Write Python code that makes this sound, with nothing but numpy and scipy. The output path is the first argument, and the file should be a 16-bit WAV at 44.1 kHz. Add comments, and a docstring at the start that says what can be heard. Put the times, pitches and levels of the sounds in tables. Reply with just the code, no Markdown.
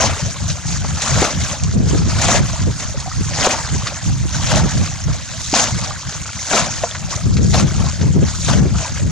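"""A muddy ditch, where someone bails with a plastic bucket, about one throw a second.
Each sheet of water slaps onto wet mud: banded random drops and mist make the spray, gliding sines the bubbles.
Damped sines with a noise crack make the slaps; the bucket gulps, sloshes and drips between throws.
Gusts, made of shaped noise, buffet the two ports of a small microphone, whose limiter holds down the peaks."""
import sys
import numpy as np
from scipy import signal
from scipy.fft import rfft, irfft, next_fast_len
from scipy.io import wavfile
from scipy.ndimage import uniform_filter1d

SR = 44100
rng = np.random.default_rng(int(sys.argv[2]) if len(sys.argv) > 2 else 0)


def to_wav(s):
    """Save 16-bit WAV."""
    ch = np.atleast_2d(s).T  # columns
    pcm = np.round(np.clip(ch, -1, 1) * 32767)  # PCM
    wavfile.write(sys.argv[1], SR, pcm.astype(np.int16))


N = 401738
TIME = np.arange(N) / SR

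# All event levels are relative: each source trims them further.
# bucketfuls thrown: (landing time [s], landing length [s], build-up [s per 20 dB; zero or less starts at once],
# churning bulk level [dB], fine spray level [dB], run-off level [dB])
THROWS = [(0.0, 0.03, -5.5, -17.5, -17.5, -34), (1.225, .022, 0.38, -20, -20, -36.5),
          (2.335, 0.02, 0.36, -18.5, -19.5, -35.5), (3.45, 0.06, 0.18, -19.5, -21, -34),
          (4.53, 0.04, 0.13, -18.5, -19.5, -33.5), (5.54, 0.075, 0, -21, -16.5, -33.5),
          (6.533, .05, 0.07, -19, -19.5, -34.5), (7.542, .04, 0.03, -20.5, -20, -36.5),
          (8.482, 0.054, 0.0251, -20.5, -21, -40.5)]
# the bucket dips, drags and spills: (time [s], length [s], churning bulk level [dB], fine spray level [dB])
SLOSHES = [(.489, 0.012, -34.5, -28.5), (0.698, 0.06, -37, -29.5), (1.02, 0.056, -33.5, -27.5),
           (1.415, 0.1, -31, -29), (1.878, .12, -34, -31), (2.195, .04, -29, -26),
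           (2.806, .025, -32.5, -31.5), (3.866, 0.021, -30, -33), (4.057, 0.032, -36, -29),
           (4.345, 0.02, -30.5, -28), (5.089, 0.061, -34, -38.5), (5.826, .025, -33, -44),
           (6.108, 0.048, -35.5, -35), (7.112, 0.026, -31, -29), (7.79, 0.07, -32.5, -35.5),
           (8.016, 0.025, -31.5, -35), (8.239, .03, -32, -33.5), (8.767, .1, -31.5, -30),
           (8.961, 0.012, -35, -33.5)]
# masses of water slapping the mud or the bucket: (time [s], level [dB], pitch of the trapped air [Hz])
SLAPS = [(0.001, -8.5, 703), (0.031, -5, 610), (0.037, -6, 540), (0.843, -16, 680), (1.174, -12, 514),
         (1.219, -4, 306), (1.223, -5, 540), (1.243, -13, 560), (2.285, -11, 618), (2.301, -11, 644),
         (2.331, -10, 634), (2.343, -8, 535), (2.412, -17, 680), (3.388, -12.5, 660), (3.467, -1.5, 680),
         (3.472, 2.5, 380), (4.539, -6.5, 589), (4.567, -12, 617), (5.529, -14, 247), (5.538, -4, 735),
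         (5.565, -5, 900), (6.533, -7.5, 605), (6.537, -12, 300), (6.836, -10, 562), (7.544, 0, 520),
         (7.575, -12, 650), (8.485, -9, 590), (8.53, -17, 701)]
# gobs of water bursting on the pool, the bucket or the bank: (time [s], level [dB], centre [Hz])
SPATTERS = [(0.027, -16, 3500), (0.499, -15.5, 3470), (1.019, -11, 4770), (1.072, -16, 1290),
            (1.634, -7, 4800), (2.819, -26, 2010), (2.999, -19.5, 5790), (3.508, -7.5, 4500),
            (3.869, -14, 2808), (5.443, -17, 5210), (5.538, -7, 3400), (6.255, -25, 1550),
            (6.33, -21, 2302), (6.948, -18, 1690), (7.196, -25, 4600), (7.367, -15, 2680),
            (7.541, -7, 6526), (8.011, -14.5, 3208)]
# single gulps and plops round the bucket: (time [s], level [dB], starting pitch [Hz])
PLOPS = [(2.534, -20, 635), (2.944, -21, 543), (3.06, -19.5, 730), (3.076, -19, 742), (3.115, -17.5, 1260),
         (3.82, -20, 1141), (3.868, -14.5, 1180), (4.347, -14.5, 1528), (5.908, -14, 1150),
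         (5.962, -19, 1500), (6.291, -20, 1380), (6.391, -18, 2050), (6.838, -11, 685), (6.912, -13, 3395),
         (7.126, -16.5, 1090), (7.174, -24, 587), (7.212, -24, 1250), (7.84, -19, 699),
         (7.866, -16.5, 1050), (8.754, -16, 1265), (8.824, -19, 640), (8.854, -16.5, 957)]
# colour of splashing water: (frequency [Hz], level [dB])
SPLASH_COLOUR = [(200, 0.5), (400, -11), (620, -2), (900, -3.5), (1450, -1), (2100, -4.5), (2800, -6.5),
                 (4400, -4), (5500, -1.5), (6700, 2.5), (7900, -8.5), (10000, -21.5), (12500, -34),
                 (15500, -44)]
# gusts that strike the microphone: (time [s], length [s], buffeting level [dB])
GUSTS = [(0.0, 0.13, -23.5), (0.23, 0.05, -23), (0.417, 0.11, -23.5), (0.656, 0.3, -25),
         (1.118, 0.084, -16.5), (1.355, 0.082, -22), (1.632, 0.057, -17), (1.748, 0.32, -13.5),
         (2.375, 0.058, -14), (2.612, 0.078, -14.5), (3.18, 0.03, -18), (3.724, 0.053, -19.5),
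         (4.075, 0.051, -12.5), (4.208, 0.043, -18), (4.531, 0.12, -12.5), (4.757, 0.058, -13.5),
         (5.066, 0.044, -14.5), (5.727, 0.034, -21.5), (7.259, 0.39, -10.5), (7.761, 0.11, -17.5),
         (8.015, 0.094, -11), (8.165, 0.058, -6), (8.501, 0.099, -7), (8.594, 0.041, -3.5),
         (8.714, 0.061, -16), (9.026, 0.048, -15)]
# breeze between gusts, before it wavers: (time [s], buffeting level [dB])
BREEZE = [(0.0, -40), (.6, -38), (1.55, -34), (2.25, -22), (2.82, -32.5), (3.2, -29.5), (3.95, -34),
          (4.4, -25.5), (5.25, -33), (5.85, -32), (6.3, -37), (6.9, -35.5), (7.3, -26), (7.9, -27.5),
          (9.1, -32)]
# where the wind comes from: (time [s], left minus right port level [dB])
WIND_SIDE = [(0.0, 3.5), (1.8, 0), (4.6, -2), (7.3, 3.5), (9.1, 3.5)]
# single hard eddies inside the gusts: (time [s], level [dB])
BUFFETS = [(1.825, -15), (1.925, -9), (1.943, -9), (2.666, -9.5), (7.425, -19), (7.636, -7.5), (8.03, -15),
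           (8.162, -7.5), (8.65, -8)]
# colour of the slow eddies at the ports: (frequency [Hz], level [dB])
EDDY_COLOUR = [(20, -26), (35, -13), (55, -2.5), (90, 3.5), (170, -4), (230, -17.5), (330, -25), (600, -81)]
# colour of the small eddies torn off by a hard gust: (frequency [Hz], level [dB])
FLUTTER_COLOUR = [(80, -12), (130, 3.5), (195, 0.5), (260, -12), (480, -20.5), (900, -38), (1600, -37.5)]

# a landing dies away [s per 20 dB]; its spray flies up a moment after the bulk [s]
BULK_FALL_S, SPRAY_FALL_S, SPRAY_LAG_S = 0.148, 0.085, 0.0073
# first drops patter down ahead of the sheet: spray level as it lands [dB], build-up [s per 20 dB]
PATTER_DB, PATTER_RISE_S = -26, 0.39
# water runs off the bank: steady time [s], fall [s per 20 dB], spray against bulk [dB]
RUNOFF_S, RUNOFF_FALL_S, RUNOFF_SPRAY_DB = 0.3, 0.29, 2
SLOSH_RISE_S, SLOSH_FALL_S = 0.06, 0.12  # [s per 20 dB]
# a heavy sheet tears and lands in lumps: spread [dB], rate [1/s], time constant [s]
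LUMP_DB, LUMPS_PER_S, LUMP_FALL_S = 1.02, 120, 0.002
# the stirred ditch never stops lapping
LAPPING_BULK_DB, LAPPING_SPRAY_DB = -38.0, -36.5
GUST_RISE_S, GUST_FALL_S = 0.031, 0.06  # [s per 20 dB]


def from_db(db):
    """Decibels to gain."""
    return 10 ** (np.asarray(db) / 20)


def rms_one(x):
    """Scale to an rms of 1."""
    return x / np.sqrt(np.mean(x ** 2) + 1e-20)


def in_time(rows):
    """Read a (time, value) curve at every sample."""
    return np.interp(TIME, *np.transpose(rows))


def at_hz(points, hz):
    """Read a spectrum on a log-frequency axis."""
    frequencies, levels = np.transpose(points)
    return np.interp(np.log(hz), np.log(frequencies), levels)


def band(x, low, high):
    """Causal band-pass."""
    sos = signal.butter(2, [low, min(high, 0.45 * SR)], "band", fs=SR, output="sos")
    return signal.sosfilt(sos, x + 1e-18)


def colour(x, spectrum):
    """A causal (minimum-phase) filter with the given spectrum."""
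    size = next_fast_len(N + SR // 4)
    hz = np.maximum(np.fft.rfftfreq(size, 1 / SR), 1)
    cepstrum = irfft(np.log(from_db(at_hz(spectrum, hz))), size)
    # folding the cepstrum forward makes the phase minimal
    cepstrum[1:size // 2] *= 2
    cepstrum[size // 2 + 1:] = 0
    return irfft(rfft(x, size) * np.exp(rfft(cepstrum)), size)[:, :N]


def drift(rate):
    """Slow chance with a spread of 1; a higher rate wanders faster."""
    step = 40  # samples between slow values
    r = np.exp(-2 * np.pi * rate * step / SR)
    slow = signal.lfilter([1], [1, -2 * r, r * r], rng.standard_normal(N // step + 2002))[2000:]
    return np.interp(np.arange(N) / step, np.arange(len(slow)), rms_one(slow))


def lumps(per_s, fall_s):
    """Random surges that swell quickly and die away; mean 0, spread 1."""
    r = np.exp(-1 / (fall_s * SR))
    hits = 1.0 * (rng.random(N) < per_s / SR)
    surges = signal.lfilter([1], [1, -2 * r, r * r], hits)
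    return rms_one(surges - surges.mean())


def swell(start, length, level_db, rise_s, fall_s):
    """Power of an attack, hold and release; rise and fall are the times for 20 dB, at least 1 ms."""
    before = np.maximum(start - TIME, 0) / max(rise_s, 1e-3)
    after = np.maximum(TIME - start - length, 0) / max(fall_s, 1e-3)
    return from_db(level_db) ** 2 * np.exp(-np.log(100) * np.minimum(before + after, 10))


def add(out, s, sound):
    """Mix a sound in at a given time."""
    start = int(np.clip(s * SR, 0, N - 1))
    out[start:start + len(sound)] += sound[:N - start]


def bubble(hz, cycles, rise):
    """A pocket of air rings, its pitch climbing as it nears the surface; height about 1."""
    turns = np.arange(int(cycles * SR / hz)) * hz / SR
    age = turns / cycles
    ring = np.sin(2 * np.pi * turns * (1 + rise * age))
    return ring * np.exp(-np.log(1000) * age) * (1 - np.exp(-2 * turns))


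def burst(hz, width, fall_s, grit_db=4.5, attack_s=0.0019):
    """A quick cluster of cracks within a factor `width` of a pitch, dying by 20 dB in fall_s; height 1."""
    age = np.arange(SR // 10) / SR
    noise, grit = rng.standard_normal((2, len(age)))
    width = max(width, 1.1)
    envelope = np.minimum(age / attack_s, 1) * from_db(-20 * age / fall_s)
    cracks = band(noise * from_db(grit_db * grit) * envelope, hz / width, hz * width)
    return cracks / np.abs(cracks).max()


def drops(per_s, size_db, lead=1.3, spread=0.8):
    """Random impacts, each from its own direction: the right port hears it `lead` +- `spread` samples later."""
    at = np.flatnonzero(rng.random(N) < per_s / SR)
    sizes = from_db(size_db * np.minimum(rng.exponential(1, len(at)), 4))
    sizes = sizes * rng.choice([-1, 1], len(at))
    # denser drops are smaller, so density alone does not change the loudness
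    sizes = rms_one(sizes) * np.sqrt(SR / per_s[at])
    late = np.clip(np.round(at + rng.normal(lead, spread, len(at))), 0, N - 1).astype(int)
    return np.array([np.bincount(at, sizes, N), np.bincount(late, sizes, N)])


def nearness(bulk_db, far_db=-35, near_db=-21):
    """0 for the light sloshing at the bucket, 1 for the heavy sheet that lands close by."""
    return np.clip((bulk_db - far_db) / (near_db - far_db), 0, 1)


def water_level(bulk_db, spray_db, hz, low_hz=1250, high_hz=4800, bulk_trim_db=1.29, spray_trim_db=1.5):
    """Low pitches come from the churning bulk, high ones from the spray."""
    fine = np.clip(np.log(hz / low_hz) / np.log(high_hz / low_hz), 0, 1)
    return (1 - fine) * (bulk_db + bulk_trim_db) + fine * (spray_db + spray_trim_db)


def water_motion():
    """Bulk and spray levels [dB]: each throw patters, lands and runs off; the bucket sloshes in between."""
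    bulk, spray = from_db(LAPPING_BULK_DB) ** 2, from_db(LAPPING_SPRAY_DB) ** 2
    for s, length, rise_s, bulk_db, spray_db, runoff_db in THROWS:
        patter = swell(s, 0, PATTER_DB, PATTER_RISE_S, SPRAY_FALL_S)
        runoff = swell(s, RUNOFF_S, runoff_db, rise_s, RUNOFF_FALL_S)
        landing_bulk = swell(s, length, bulk_db, rise_s, BULK_FALL_S)
        landing_spray = swell(s + SPRAY_LAG_S, length, spray_db, rise_s, SPRAY_FALL_S)
        bulk = bulk + landing_bulk + runoff
        spray = spray + patter + landing_spray + runoff * from_db(RUNOFF_SPRAY_DB) ** 2
    for s, length, bulk_db, spray_db in SLOSHES:
        slosh = swell(s, length, 0, SLOSH_RISE_S, SLOSH_FALL_S)
        bulk = bulk + slosh * from_db(bulk_db) ** 2
        spray = spray + slosh * from_db(spray_db) ** 2
    bulk_db, spray_db = 10 * np.log10(bulk), 10 * np.log10(spray)
    lumps_db = LUMP_DB * nearness(bulk_db) * lumps(LUMPS_PER_S, LUMP_FALL_S)
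    return bulk_db + lumps_db, spray_db + lumps_db / 2


def splashing(bulk_db, spray_db, level_db=8.5, grains_per_cycle=0.2, size_db=0.58, patchy_db=2.5,
              clump_db=1.23, mist_db=-4.5, mist_slope_db=1.5, weight_db=6.0, cavity_hz=1100,
              smacks_per_s=300, smack_db=-8.5):
    """Countless drops burst in pitch bands, more with more water; the grass scatters a smooth mist."""
    edges = np.geomspace(200, 16000, 21)
    crowd = from_db(0.6 * (bulk_db + 30))
    clumps = clump_db * drift(54)
    heavy_db = weight_db * nearness(bulk_db)
    # fat drops smack on the mud and sound in all bands at once
    smacks = from_db(smack_db) * drops(smacks_per_s * crowd, size_db)
    white = rng.standard_normal((2, 2, N))
    out = np.zeros((2, N))
    for k, (low, high) in enumerate(zip(edges, edges[1:])):
        hz = np.sqrt(low * high)
        grains = drops(grains_per_cycle * hz * crowd, size_db)
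        mist = from_db(mist_db + mist_slope_db * np.log2(hz / 5000))
        # only a heavy mass of water opens the large, low-pitched cavities
        cavity_db = heavy_db * np.clip(np.log2(cavity_hz / hz), 0, 1)
        water_db = water_level(bulk_db, spray_db, hz)
        gain = from_db(level_db + cavity_db + water_db + clumps + patchy_db * drift(24.3))
        # smacks flip sign from band to band
        texture = grains + smacks * (-1) ** k + mist * white[k % 2]
        out += band(gain * texture / np.hypot(1, mist), low, high)
    return colour(out, SPLASH_COLOUR)


def slaps(level_db=4.5, cycles=6, scatter_s=0.0053, pitch_spread=0.32, crack_db=-9, crack_hz=1500,
          crack_width=1.73, crack_fall_s=0.0041, count=5):
    """A mass of water hits with a crack and traps a quick cluster of heavily damped air pockets."""
    out = np.zeros(N)
    for s, peak_db, hz in SLAPS:
        height = from_db(peak_db + level_db)
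        add(out, s, height * bubble(hz, cycles, 0))
        add(out, s, height * from_db(crack_db) * burst(crack_hz, crack_width, crack_fall_s))
        for wait, pitch in rng.standard_normal((count, 2)):
            pocket = bubble(hz * np.exp(pitch_spread * abs(pitch)), cycles, 0.026)
            add(out, s + scatter_s * abs(wait), height * pocket)
    return out


def spatters(level_db=7.0, width=1.74, fall_s=0.021):
    """Flung gobs of muddy water burst with a crisp, wide-band tick; the right port hears them a sample later."""
    out = np.zeros(N)
    for s, peak_db, hz in SPATTERS:
        add(out, s, from_db(peak_db + level_db) * burst(hz, width, fall_s))
    return colour(np.array([out, np.roll(out, 1)]), SPLASH_COLOUR)


def bubbles(bulk_db, spray_db, count=1500, level_db=3.5, size_db=2.5, cycles=32, rise=0.14):
    """Air folded into the water rings as bubbles of every size, most thickly where the water churns."""
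    out = np.zeros(N)
    churned = np.cumsum(from_db(bulk_db / 2))
    for when, pitch, size, life in rng.random((count, 4)):
        at = np.searchsorted(churned, when * churned[-1])
        hz = 540 * (6800 / 540) ** pitch
        loud_db = water_level(bulk_db[at], spray_db[at], hz) + level_db - size_db * np.log(size + 0.22)
        add(out, at / SR, from_db(loud_db) * bubble(hz, cycles * (0.5 + life), rise))
    return out


def plops(level_db=-0.5, splinter_db=-11, cycles=36, rise=0.053, scatter_s=0.011, count=2):
    """One large bubble closes, and a few smaller, mostly higher ones split off it."""
    out = np.zeros(N)
    for s, peak_db, hz in PLOPS:
        add(out, s, from_db(peak_db + level_db) * bubble(hz, cycles, rise))
        for wait, pitch in rng.standard_normal((count, 2)):
            splinter = bubble(hz * np.exp(0.2 + 0.3 * pitch), cycles, rise)
            add(out, s + scatter_s * abs(wait), from_db(peak_db + level_db + splinter_db) * splinter)
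    return out


def drips(bulk_db, count=130, level_db=10.5, size_db=1.0, cycles=25, rise=0.17):
    """Blobs run off the bucket and the bank at random; each plips in and a smaller drop follows."""
    out = np.zeros(N)
    for when, pitch, size, wait in rng.random((count, 4)):
        at = int(when * N)
        hz = 800 * (2700 / 800) ** pitch
        # above -33 dB of bulk the drips grow no louder
        height = from_db(min(bulk_db[at], -33) + level_db - size_db * np.log(size + 0.1))
        add(out, at / SR, height * bubble(hz, cycles, rise))
        add(out, at / SR + 0.015 * wait, height / 2 * bubble(hz * (1 + wait / 2), 2 * cycles, rise))
    return out


def buffets(level_db=0.0, hz=310, width=1.44, fall_s=0.041):
    """A single hard eddy knocks on the microphone, differently at each port."""
    out = np.zeros((2, N))
    for s, peak_db in BUFFETS:
        for port in out:
            add(port, s, from_db(peak_db + level_db) * burst(hz, width, fall_s))
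    return out


def wind_strength(waver_db=4.0):
    """Level in dB of the buffeting: sudden gusts on top of a wavering breeze."""
    breeze = from_db(in_time(BREEZE) + waver_db * drift(22)) ** 2
    gusts = sum(swell(s, length, db, GUST_RISE_S, GUST_FALL_S) for s, length, db in GUSTS)
    return 10 * np.log10(breeze + gusts)


def turbulence(spectrum, even_s=0.0385):
    """Pressure noise, unrelated at the two ports, with its slow swells evened out."""
    size = next_fast_len(N)
    hz = np.maximum(np.fft.rfftfreq(size, 1 / SR), 1)
    # roll off beyond both ends of the table
    ends = 1 / (1 + (hz / spectrum[-1][0]) ** 4) / (1 + (spectrum[0][0] / hz) ** 2)
    shape = from_db(at_hz(spectrum, hz)) * ends
    noise = irfft(rfft(rng.standard_normal((2, size))) * shape, size)[:, :N]
    power = uniform_filter1d(noise ** 2, max(int(even_s * SR), 2), axis=1)
    return noise / np.sqrt(power + 1e-12)


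def wind(eddy_db=5.0, eddy_limit_db=-13.5, flutter_db=-3.5, flutter_growth=0.92, lumpy_db=4.0):
    """Gusts rumble at the ports; as they harden the rumble levels off and ragged flutter takes over."""
    gust_db = wind_strength()
    side_db = in_time(WIND_SIDE)
    rumble_gain = from_db(gust_db + eddy_db) / np.hypot(1, from_db(gust_db - eddy_limit_db))
    rumble = rumble_gain * turbulence(EDDY_COLOUR)
    # flutter grows faster than the gust until the gust reaches -15.5 dB
    growth_db = flutter_growth * (np.minimum(gust_db, -15.5) + 15.5)
    flutter_gain = from_db(gust_db + flutter_db + growth_db + lumpy_db * drift(25.7))
    flutter = flutter_gain * turbulence(FLUTTER_COLOUR)
    return (rumble + flutter) * from_db(np.array([side_db, -side_db]) / 2)


def scene(pan_db=1.25, shadow_db=-9.5):
    """Thrown water lands to the left; the housing lifts the upper middle on that side and shades the other."""
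    bulk_db, spray_db = water_motion()
    near = nearness(bulk_db)
    left_right = np.array([[1], [-1]])
    water = splashing(bulk_db, spray_db) + slaps() + spatters()
    water = water + bubbles(bulk_db, spray_db) + plops() + drips(bulk_db)
    upper_middle = band(water, 2140, 3700)
    water = water + from_db(shadow_db) * (1 + near) / 2 * upper_middle * left_right
    return water * from_db(pan_db * near * left_right) + buffets() + wind()


def gain_control(x, threshold_db=-18.0, share=0.38, bass_hz=260, window_s=0.0216):
    """Heavy bass turns the whole sound down by a share of its excess."""
    bass_power = np.mean(band(x, 30, bass_hz) ** 2, axis=0)
    power = uniform_filter1d(bass_power, max(int(window_s * SR), 2))
    excess_db = np.maximum(10 * np.log10(np.abs(power) + 1e-12) - threshold_db, 0)
    return x * from_db(-share * excess_db)


def record(dry, ceiling_db=-2.0, release_db_per_s=200, cutoff_hz=15800):
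    """Heavy bass pulls the gain down, a fast limiter ducks everything after a peak; the top is cut."""
    levelled = gain_control(dry)
    peak_db = 20 * np.log10(np.abs(levelled).max(axis=0) + 1e-9)
    over_db = np.maximum(peak_db - ceiling_db, 0)
    # after each overshoot the gain recovers steadily, along a straight line in dB at release_db_per_s
    release_db = release_db_per_s * TIME
    duck_db = np.maximum.accumulate(over_db + release_db) - release_db
    limited = levelled * from_db(-uniform_filter1d(duck_db, size=16))
    top_cut = signal.ellip(10, 0.1, 80, cutoff_hz, fs=SR, output="sos")
    return signal.sosfilt(top_cut, limited)


dry = scene()
out = record(dry)
to_wav(out)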